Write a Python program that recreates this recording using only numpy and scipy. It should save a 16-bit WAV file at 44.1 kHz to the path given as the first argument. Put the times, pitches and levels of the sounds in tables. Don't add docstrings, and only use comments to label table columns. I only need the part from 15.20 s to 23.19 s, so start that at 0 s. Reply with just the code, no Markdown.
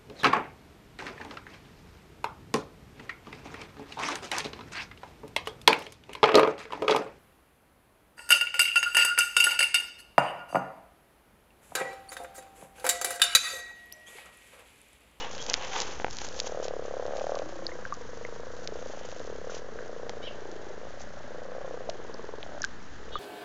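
import sys
import numpy as np
from scipy import signal
from scipy.fft import rfft, irfft
from scipy.io import wavfile
from scipy.ndimage import uniform_filter1d

SR = 44100
rng = np.random.default_rng(int(sys.argv[2]) if len(sys.argv) > 2 else 0)


def unload_wav(signal):
    wavfile.write(
        sys.argv[1],
        SR,
        np.round(np.clip(np.atleast_2d(signal).T, -1, 1) * 32767).astype(np.int16),
    )


N = 352359


def gain_of(db):
    return 10 ** (np.asarray(db) / 20)


def evened(x):
    return x / np.sqrt(np.mean(x ** 2) + 1e-20)


def follow(rows, axis):
    rows = np.array(rows)
    return np.interp(np.arange(N) / SR, rows[:, 0], rows[:, axis])


def add(mix, start_s, sound):
    part = mix[max(round(start_s * SR), 0):][:len(sound)]
    part += sound[:len(part)]


def coloured(x, points):
    point_hz, point_db = np.transpose(points)
    hz = np.fft.rfftfreq(len(x), 1 / SR)
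    db = np.interp(np.log(hz + 1), np.log(point_hz + 1), point_db)
    return evened(irfft(rfft(x) * gain_of(db), len(x)))


def decay(t, t60):
    return gain_of(-60 * t / t60)


def ring(hz, t60, rise_s, glide=0.):
    t = np.arange(round(2 * t60 * SR) + 20) / SR
    shape = (1 - np.exp(-t / rise_s)) * decay(t, t60)
    return shape / shape.max() * np.sin(2 * np.pi * hz * t * (1 + glide * t / t60))


# frequency in Hz, relative level per Hz in dB.
GARDEN_COLOUR = [(20, -11), (60, -4), (130, -4), (250, -3), (450, -7), (1000, -12.5), (1650, -7.5),
                 (2000, -14), (2500, -31), (4000, -24), (6200, -28), (7300, -30)]
# time in seconds, level in dB before the gusts.
BREEZE_LEVEL = [(0, -57.5), (.98, -46), (1.3, -53), (3.6, -53.5), (4.7, -54), (5.5, -58), (5.75, -52),
                (6.27, -59), (6.5, -56), (7.4, -54.5), (7.99, -46.5)]
# frequency in Hz, relative level per Hz in dB.
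RUMBLE_COLOUR = [(10, -0.5), (25, -7.5), (60, -6), (110, -16), (250, -39)]
GARDEN_DB, HUSH_SWELL_DB = -48.5, 0.42
GUST_DB = 1


def garden():
    swell = evened(uniform_filter1d(rng.standard_normal(N), 8000))
    hush = gain_of(GARDEN_DB + HUSH_SWELL_DB * swell) * coloured(rng.standard_normal(N), GARDEN_COLOUR)
    gusts = evened(uniform_filter1d(uniform_filter1d(rng.standard_normal(N), 4000), 4000))
    breeze = gain_of(follow(BREEZE_LEVEL, axis=1) + GUST_DB * gusts)
    return hush + breeze * coloured(rng.standard_normal(N), RUMBLE_COLOUR)


# time in seconds, level in dB.
BLUR_LEVEL = [(0, -83), (.29, -43.5), (.7, -41.5), (.9, -58), (1.8, -51), (2.2, -52.5), (2.67, -76),
              (3.05, -59.5), (3.83, -66.5), (4.6, -49.5), (5.09, -49.5), (5.5, -48), (5.67, -62),
              (6.45, -51.5), (6.7, -45.5), (7.25, -59), (7.37, -46), (7.48, -89), (7.99, -49.5)]


def purring_blur(count=7):
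    out, t = np.zeros(N), np.arange(N) / SR
    for pick, (pace, pitch, phase, turn) in enumerate(rng.random((count, 4))):
        knock_count = t * (22 + 16 * pace) + 1.5 * np.sin(2 * np.pi * (.3 * t + phase))
        beats = np.diff(np.floor(knock_count), prepend=0) > 0
        breath = 0.12 + 1.9 * np.sin(np.pi * (t * (.5 + 0.382 * turn) + phase)) ** 2
        hz = 450 + 190 * (pick + pitch) / count
        out += signal.oaconvolve(beats * breath, knock(hz, 0.037, sac_db=0.5))[:N]
    return gain_of(follow(BLUR_LEVEL, axis=1)) * evened(out)


# time in seconds, level in dB, pitch of the strong harmonic in Hz,
# level of the neighbouring harmonics in dB.
CHIRP_CURVES = [
    [(.012, -46, 2870, -9), (.026, -43, 2990, -20), (.036, -63, 2640, -6), (.062, -55, 3080, -8)],
    [(.184, -51, 2460, 0), (.198, -42, 3240, -14), (.208, -50.5, 3380, -13), (.226, -52, 3020, 2)],
    [(5.022, -51, 2870, -1), (5.04, -50, 3105, -2), (5.064, -43, 3236, -16), (5.078, -46, 2820, -6),
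     (5.092, -45, 2440, -17)],
    [(7.912, -56, 3150, 4), (7.93, -54, 3320, 2), (7.955, -50.5, 3330, 2), (7.97, -44, 3440, -17),
     (7.988, -49, 2920, -6)],
]
STRONG_HARMONIC = [8, 8, 4, 9]
NEIGHBOUR_STEPS = (-1, 1, 2, 3)
# its level in dB, added to the chirp's own column.
NEIGHBOUR_LEVELS = [-6.5, -4, -9, -10]


def sparrows():
    out = np.zeros(N)
    for rows, order in zip(CHIRP_CURVES, STRONG_HARMONIC):
        times, *columns = np.transpose(rows)
        t = np.arange(times[0], times[-1], 1 / SR)
        db, hz, stack_db = (np.interp(t, times, column) for column in columns)
        turn = 2 * np.pi * np.cumsum(hz) / SR / order
        stack = sum(gain_of(side_db) * np.sin((order + step) * turn)
                    for step, side_db in zip(NEIGHBOUR_STEPS, NEIGHBOUR_LEVELS))
        rasp = 1 + .4 * evened(uniform_filter1d(rng.standard_normal(4000), 80))[:len(t)]
        tone = rasp * (np.sin(order * turn) + gain_of(stack_db) * stack)
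        add(out, times[0], np.sqrt(2) * tone * gain_of(db) * signal.windows.tukey(len(t), .3))
    echoes = rng.standard_normal(6000) * decay(np.arange(6000) / SR, .3)
    echoes = echoes / np.linalg.norm(echoes)
    return out + gain_of(-2.0) * signal.oaconvolve(out, echoes)[:N]


# start in seconds, peak level in dB, nominal pitch in Hz,
# time to fade by 60 dB in seconds.
DRIP_RINGS = [(2.159, -30.5, 1100, 0.018), (2.492, -35, 1760, 0.019), (2.5168, -37, 2070, 0.032),
              (2.6522, -26, 1550, 0.018), (2.724, -22.5, 1150, 0.037), (3.05, -27, 2020, 0.011),
              (4.296, -35, 1400, 0.03), (4.589, -30, 1560, 0.01), (6.691, -21, 635, 0.033),
              (7.4198, -39, 1720, 0.061), (7.441, -18, 1562, 0.031), (7.9552, -21.5, 1197, 0.041)]


def drips():
    out = np.zeros(N)
    for s, db, hz, t60 in DRIP_RINGS:
        add(out, s, gain_of(db) * ring(0.989 * hz, t60, 0.00026, glide=0.08))
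    return out


# time in seconds, crackle of dry leaves in dB, scrape of the sleeve in dB.
LASTING_RUSTLE = [(0, -53, -50.5), (.75, -53.5, -48), (.85, -56.5, -54), (1.55, -60.5, -55),
                  (2.1, -57, -54), (2.35, -58.5, -56), (3.3, -60, -58), (3.85, -56, -52),
                  (4.05, -57, -56.5), (4.22, -62, -58.5), (4.9, -63.5, -58), (7, -64.5, -56.5),
                  (7.4, -62, -56.5), (7.99, -67, -58)]
# middle in seconds, half length (standard deviation of
# the bell shape) in seconds, leaves in dB, sleeve in dB.
HAND_SWEEPS = [(0.028, 0.048, -51.5, -39), (.15, .025, -50, -49), (0.23, 0.024, -47, -58),
               (0.301, 0.017, -42.5, -38.5), (0.353, 0.027, -52.5, -43.5), (.435, .035, -49.5, -38),
               (0.571, 0.044, -40.5, -34), (0.628, 0.016, -41.5, -44), (0.692, 0.05, -49.5, -44.5),
               (0.935, .025, -46, -51), (1.033, 0.037, -43, -47), (1.213, 0.1, -49.5, -53),
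               (1.271, 0.0069, -41, -43), (1.44, .018, -45, -47), (2, 0.06, -55.5, -51.5),
               (4.344, 0.034, -48.5, -48.5), (5.815, 0.017, -53.5, -58)]


def hand(axis):
    t = np.arange(N) / SR
    power = gain_of(follow(LASTING_RUSTLE, axis=axis)) ** 2
    for row in HAND_SWEEPS:
        bell = np.exp(-.5 * ((t - row[0]) / row[1]) ** 2)
        power += (gain_of(row[axis + 1]) * bell) ** 2
    return np.sqrt(power)


# frequency in Hz, relative level per Hz in dB.
LEAF_COLOUR = [(1500, -18), (2500, -6.5), (3500, -0.5), (5000, 3), (6300, 8.5), (7300, 2.5), (8000, -40)]
# frequency in Hz, relative level per Hz in dB.
SLEEVE_COLOUR = [(250, -26.5), (400, -6.5), (500, 0.5), (620, -12), (780, 0.5), (1000, -2.5), (1300, -7.5),
                 (2200, -9), (3200, -7.5), (4200, -17), (6000, -50.5)]
CRACKS_PER_S = 900


def rustle():
    crack_sizes = gain_of(4.0 * np.minimum(rng.exponential(1, N), 4.5))
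    cracks = crack_sizes * (rng.random(N) < CRACKS_PER_S / SR)
    flicker, lumps = (evened(uniform_filter1d(z, 350)) for z in rng.standard_normal((2, N)))
    crackle = .5 * evened(cracks * rng.standard_normal(N))
    leaves = crackle + gain_of(3.4 * flicker) * rng.standard_normal(N)
    sleeve = gain_of(1.6 * lumps + 1.0 * flicker) * rng.standard_normal(N)
    return hand(axis=1) * coloured(leaves, LEAF_COLOUR) + hand(axis=2) * coloured(sleeve, SLEEVE_COLOUR)


TWIGS_PER_S = 30
TWIG_OVER_DB, TWIG_SPREAD_DB = 21, 4
TWIG_HZ, TWIG_SCATTER_HZ, TWIG_WIDTH_HZ = 4670, 800, 2300


def twigs():
    count = round(TWIGS_PER_S * N / SR)
    times = rng.random(count) * (N - 1) / SR
    level_luck, pitch_luck = rng.standard_normal((count, 2)).T
    leaves_db = 20 * np.log10(hand(axis=1)[(times * SR).astype(int)])
    db = leaves_db + TWIG_OVER_DB + TWIG_SPREAD_DB * level_luck
    return list(zip(times, db, TWIG_HZ + TWIG_SCATTER_HZ * pitch_luck, np.full(count, TWIG_WIDTH_HZ)))


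# middle of the snap in seconds, level in dB, centre pitch in Hz,
# frequency spread in Hz (a larger spread makes a shorter snap).
STEM_SNAPS = [(0.1502, -22.5, 3640, 1770), (0.1808, -22, 4440, 1640), (0.2262, -21.5, 5310, 1280),
              (0.2655, -20, 4850, 1560), (0.291, -30, 5120, 1310), (0.2993, -8.5, 5800, 1040),
              (0.3013, -25, 4850, 1620), (0.3353, -15, 5660, 670), (0.341, -1, 4200, 1550),
              (0.347, -22, 4990, 1350), (0.449, -21.5, 5000, 1570), (0.5722, -26, 4650, 1850),
              (0.603, -10, 5330, 1250), (0.619, -12, 5510, 1620), (0.62, -18, 5290, 1660),
              (0.6771, -23, 4830, 1800), (0.91, -22.5, 5570, 1330), (0.9694, -21, 5600, 1310),
              (0.9868, -18, 4490, 1360), (1.0493, -29, 6000, 1470), (1.088, -23.5, 5450, 1210),
              (1.1924, -22, 4830, 1270), (1.2013, -7.5, 4950, 1310), (1.2766, -21, 4620, 1620),
              (1.483, -21, 3720, 1720), (1.9972, -25, 2940, 1730), (2.1543, -24.5, 4660, 1240),
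              (2.1897, -20.5, 3830, 2180), (2.4675, -17.5, 4600, 380), (2.7412, -27.5, 6150, 910),
              (3.4753, -15, 4300, 1250), (4.8954, -18.5, 4160, 1910), (5.3158, -30.5, 5450, 1310),
              (6.6976, -22, 4880, 1040), (6.7, -20.5, 3100, 1650), (6.943, -31, 5020, 520),
              (7.2299, -23, 3050, 680), (7.4199, -17.5, 5870, 520), (7.4328, -23, 4640, 1050),
              (7.4415, -22, 3850, 1860), (7.4481, -12, 5560, 1610)]


def snaps():
    out, t = np.zeros(N), np.arange(-100, 101) / SR
    rows = twigs() + STEM_SNAPS
    for (s, db, hz, spread_hz), noise in zip(rows, rng.standard_normal((len(rows), 500))):
        crack = np.exp(-(2 * np.pi * spread_hz * t) ** 2) * np.sin(2 * np.pi * hz * t + .8)
        tail = .04 * noise * decay(np.arange(500) / SR, .015)
        add(out, s + t[0], gain_of(db) * crack)
        add(out, s + t[0], gain_of(db) * np.convolve(tail, crack))
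    return out


# start in seconds, level in dB.
FINGER_TAPS = [(.3110, -23.5), (.7997, -21), (.8197, -29), (.8456, -11), (.8670, -23), (.8822, -24.5),
               (1.0170, -26), (1.0470, -29), (1.2690, -33), (4.8945, -23.5)]
# pitch in Hz, level in dB added to the tap's,
# time to fade by 60 dB in seconds.
BODY_MODES = [(528, -14.5, 0.017), (812, -3, 0.0061), (1390, -5, 0.0025), (1940, -8, 0.0017)]


def taps():
    out = np.zeros(N)
    for s, db in FINGER_TAPS:
        for hz, mode_db, t60 in BODY_MODES:
            add(out, s, -gain_of(db + mode_db) * ring(hz, t60, 0.0013))
    return out


def knock(hz, t60, sac_db, cycles=1.28, sag=0.065, octave_db=-11, overtone_db=-19):
    t = np.arange(1600) / SR
    swell = t * hz / cycles
    shape = (swell * np.exp(1 - swell)) ** 4
    pulse = shape * np.sin(2 * np.pi * hz * t * (1.18 - sag * swell))
    overtone = gain_of(overtone_db) * shape ** 2 * np.sin(2 * np.pi * 2.71 * hz * t)
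    overtone += gain_of(octave_db - 6) * shape * np.sin(2 * np.pi * 2.17 * hz * t)
    rise = 1 - np.exp(-(swell / 2.72) ** 2)
    fade = rise * gain_of(sac_db) * decay(t, np.clip(t60, .01, .12))
    turn = 2 * np.pi * .93 * hz * t + 1.5
    sac = fade * (np.sin(turn) + gain_of(octave_db - 3) * np.sin(2 * turn))
    return (pulse + overtone + sac) * signal.windows.tukey(len(t), .02)


# time in seconds, usual knock level in dB,
# nominal pulse pitch in Hz.
CROAK_CURVES = [
    [(0.035, -35.5, 555), (0.137, -34, 540), (0.236, -36, 530)],
    [(1.084, -36, 523), (1.245, -29.5, 530), (1.323, -25, 545), (1.482, -22.5, 547), (1.654, -25.5, 518),
     (1.826, -23, 567), (1.991, -24.5, 558), (2.069, -20, 607), (2.147, -21, 572), (2.221, -25, 574)],
    [(1.258, -43, 565), (1.39, -34, 593), (1.456, -45, 565)],
    [(1.745, -35, 580), (1.924, -28, 596), (2.012, -25.5, 620)],
    [(2.104, -35, 618), (2.293, -33, 610), (2.489, -32.5, 538), (2.59, -32, 550), (2.704, -38.5, 555)],
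    [(2.231, -43, 352), (2.43, -44.5, 367), (2.528, -44, 356)],
    [(2.774, -37, 510), (2.893, -35, 510), (3.013, -31, 520), (3.126, -30, 505), (3.235, -32, 513),
     (3.392, -36.5, 513)],
    [(3.422, -35, 555), (3.524, -28.5, 483), (3.627, -29.5, 544), (3.737, -29.5, 577), (3.851, -30.5, 535),
     (4.003, -30, 535)],
    [(3.392, -41, 515), (3.572, -33.5, 520), (3.661, -31, 540), (3.79, -39, 510)],
    [(4.016, -35.5, 504), (4.101, -28, 486), (4.186, -31.5, 494), (4.273, -28.5, 536), (4.345, -29.5, 500),
     (4.421, -37.5, 520), (4.465, -39, 533)],
    [(4.49, -34, 510), (4.696, -29.5, 490), (4.799, -29.5, 520), (5.006, -30.5, 486), (5.112, -34.5, 534)],
    [(4.576, -42, 527), (4.671, -36, 500), (4.765, -46, 526)],
    [(5.129, -36.5, 457), (5.327, -31, 410), (5.435, -36.5, 407), (5.543, -31.5, 443), (5.653, -34.5, 500)],
    [(5.634, -34.5, 580), (5.841, -35, 606), (5.939, -34, 600), (6.159, -38.5, 610)],
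    [(6.12, -41, 556), (6.23, -33, 555), (6.332, -40, 540)],
    [(6.367, -31, 530), (6.495, -35, 515), (6.619, -36, 520), (6.744, -39, 500)],
    [(6.108, -34.5, 533), (6.22, -32.5, 560), (6.32, -30.5, 550), (6.511, -29, 548), (6.608, -29.5, 530),
     (6.709, -43, 523)],
    [(6.754, -37.5, 475), (6.898, -31.5, 467), (7.044, -29.5, 463), (7.185, -30.5, 490)],
    [(7.152, -42, 607), (7.236, -31.5, 616), (7.409, -34, 654)],
    [(7.802, -43, 450), (7.883, -35.5, 484), (7.961, -36, 470)],
]
KNOCK_NUMBERS = [(0, 3, 6), (0, 6, 9, 15, 21, 27, 33, 36, 39, 42), (0, 4, 6), (0, 6, 9), (0, 6, 12, 15, 18),
                 (0, 6, 9), (0, 3, 6, 9, 12, 17), (0, 3, 6, 9, 12, 16), (0, 4, 6, 9),
                 (0, 3, 6, 9, 12, 15, 17), (0, 6, 9, 15, 18), (0, 3, 6), (0, 6, 9, 12, 15), (0, 6, 9, 15),
                 (0, 3, 6), (0, 3, 6, 9), (0, 3, 6, 12, 15, 18), (0, 3, 6, 9), (0, 3, 9), (0, 3, 6)]
# time to fade by 60 dB in seconds, usual ring setting
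# against the pulse in dB, octave setting in dB (knock() lowers the octave further).
VOCAL_SACS = [(0.046, -1, -15), (0.035, -1, -12), (.04, -9, -11), (0.038, 0.5, -15), (0.048, 4, -6),
              (0.11, 8, -13), (0.064, 0, -6), (0.056, -2.5, -12), (0.052, -3, -16), (0.027, 8, -11),
              (0.07, -8, -10.5), (0.077, -1, -14), (0.057, -7, -6.5), (0.044, 0, -13), (.047, -5, -15),
              (0.045, -9, -12), (0.049, 2.5, -9), (0.037, 2.5, -3.5), (0.031, -4, -7), (0.068, -5, -11)]
SAC_SPREAD_DB = 2.5
SAC_PER_DB = -0.5


def croaks():
    out = np.zeros(N)
    for rows, place, (t60, sac_db, octave_db) in zip(CROAK_CURVES, KNOCK_NUMBERS, VOCAL_SACS):
        row_s, row_db, row_hz = np.transpose(rows)
        usual_db = row_db.mean()
        every = np.arange(place[-1] + 1)
        times = np.polynomial.Polynomial.fit(place, row_s, min(len(row_s) - 1, 7))(every)
        knocks = zip(times, np.interp(every, place, row_db), np.interp(every, place, row_hz))
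        luck = rng.standard_normal((len(every), 3))
        for (s, db, hz), (level_luck, pitch_luck, ring_luck) in zip(knocks, luck):
            ring_db = sac_db + SAC_PER_DB * (db - usual_db) + SAC_SPREAD_DB * ring_luck
            sound = knock(hz * (1 + 0.036 * pitch_luck), t60, ring_db, octave_db=octave_db)
            add(out, s - 1.387 / hz, gain_of(db + level_luck) * sound)
    return out


def scene():
    background = garden() + purring_blur() + sparrows()
    nearby = drips() + rustle() + snaps() + taps()
    return (background + nearby + croaks())[None]


OFFSET = -.0165
SLOPE_HZ, EDGE_HZ = 7440, 8200


def record(dry):
    slope = signal.firwin(121, SLOPE_HZ, window="blackman", fs=SR)
    edge = signal.firwin(511, EDGE_HZ, window=("kaiser", 9), fs=SR)
    return OFFSET + signal.oaconvolve(dry, np.convolve(slope, edge)[None], "same")


dry = scene()
out = record(dry)
unload_wav(out)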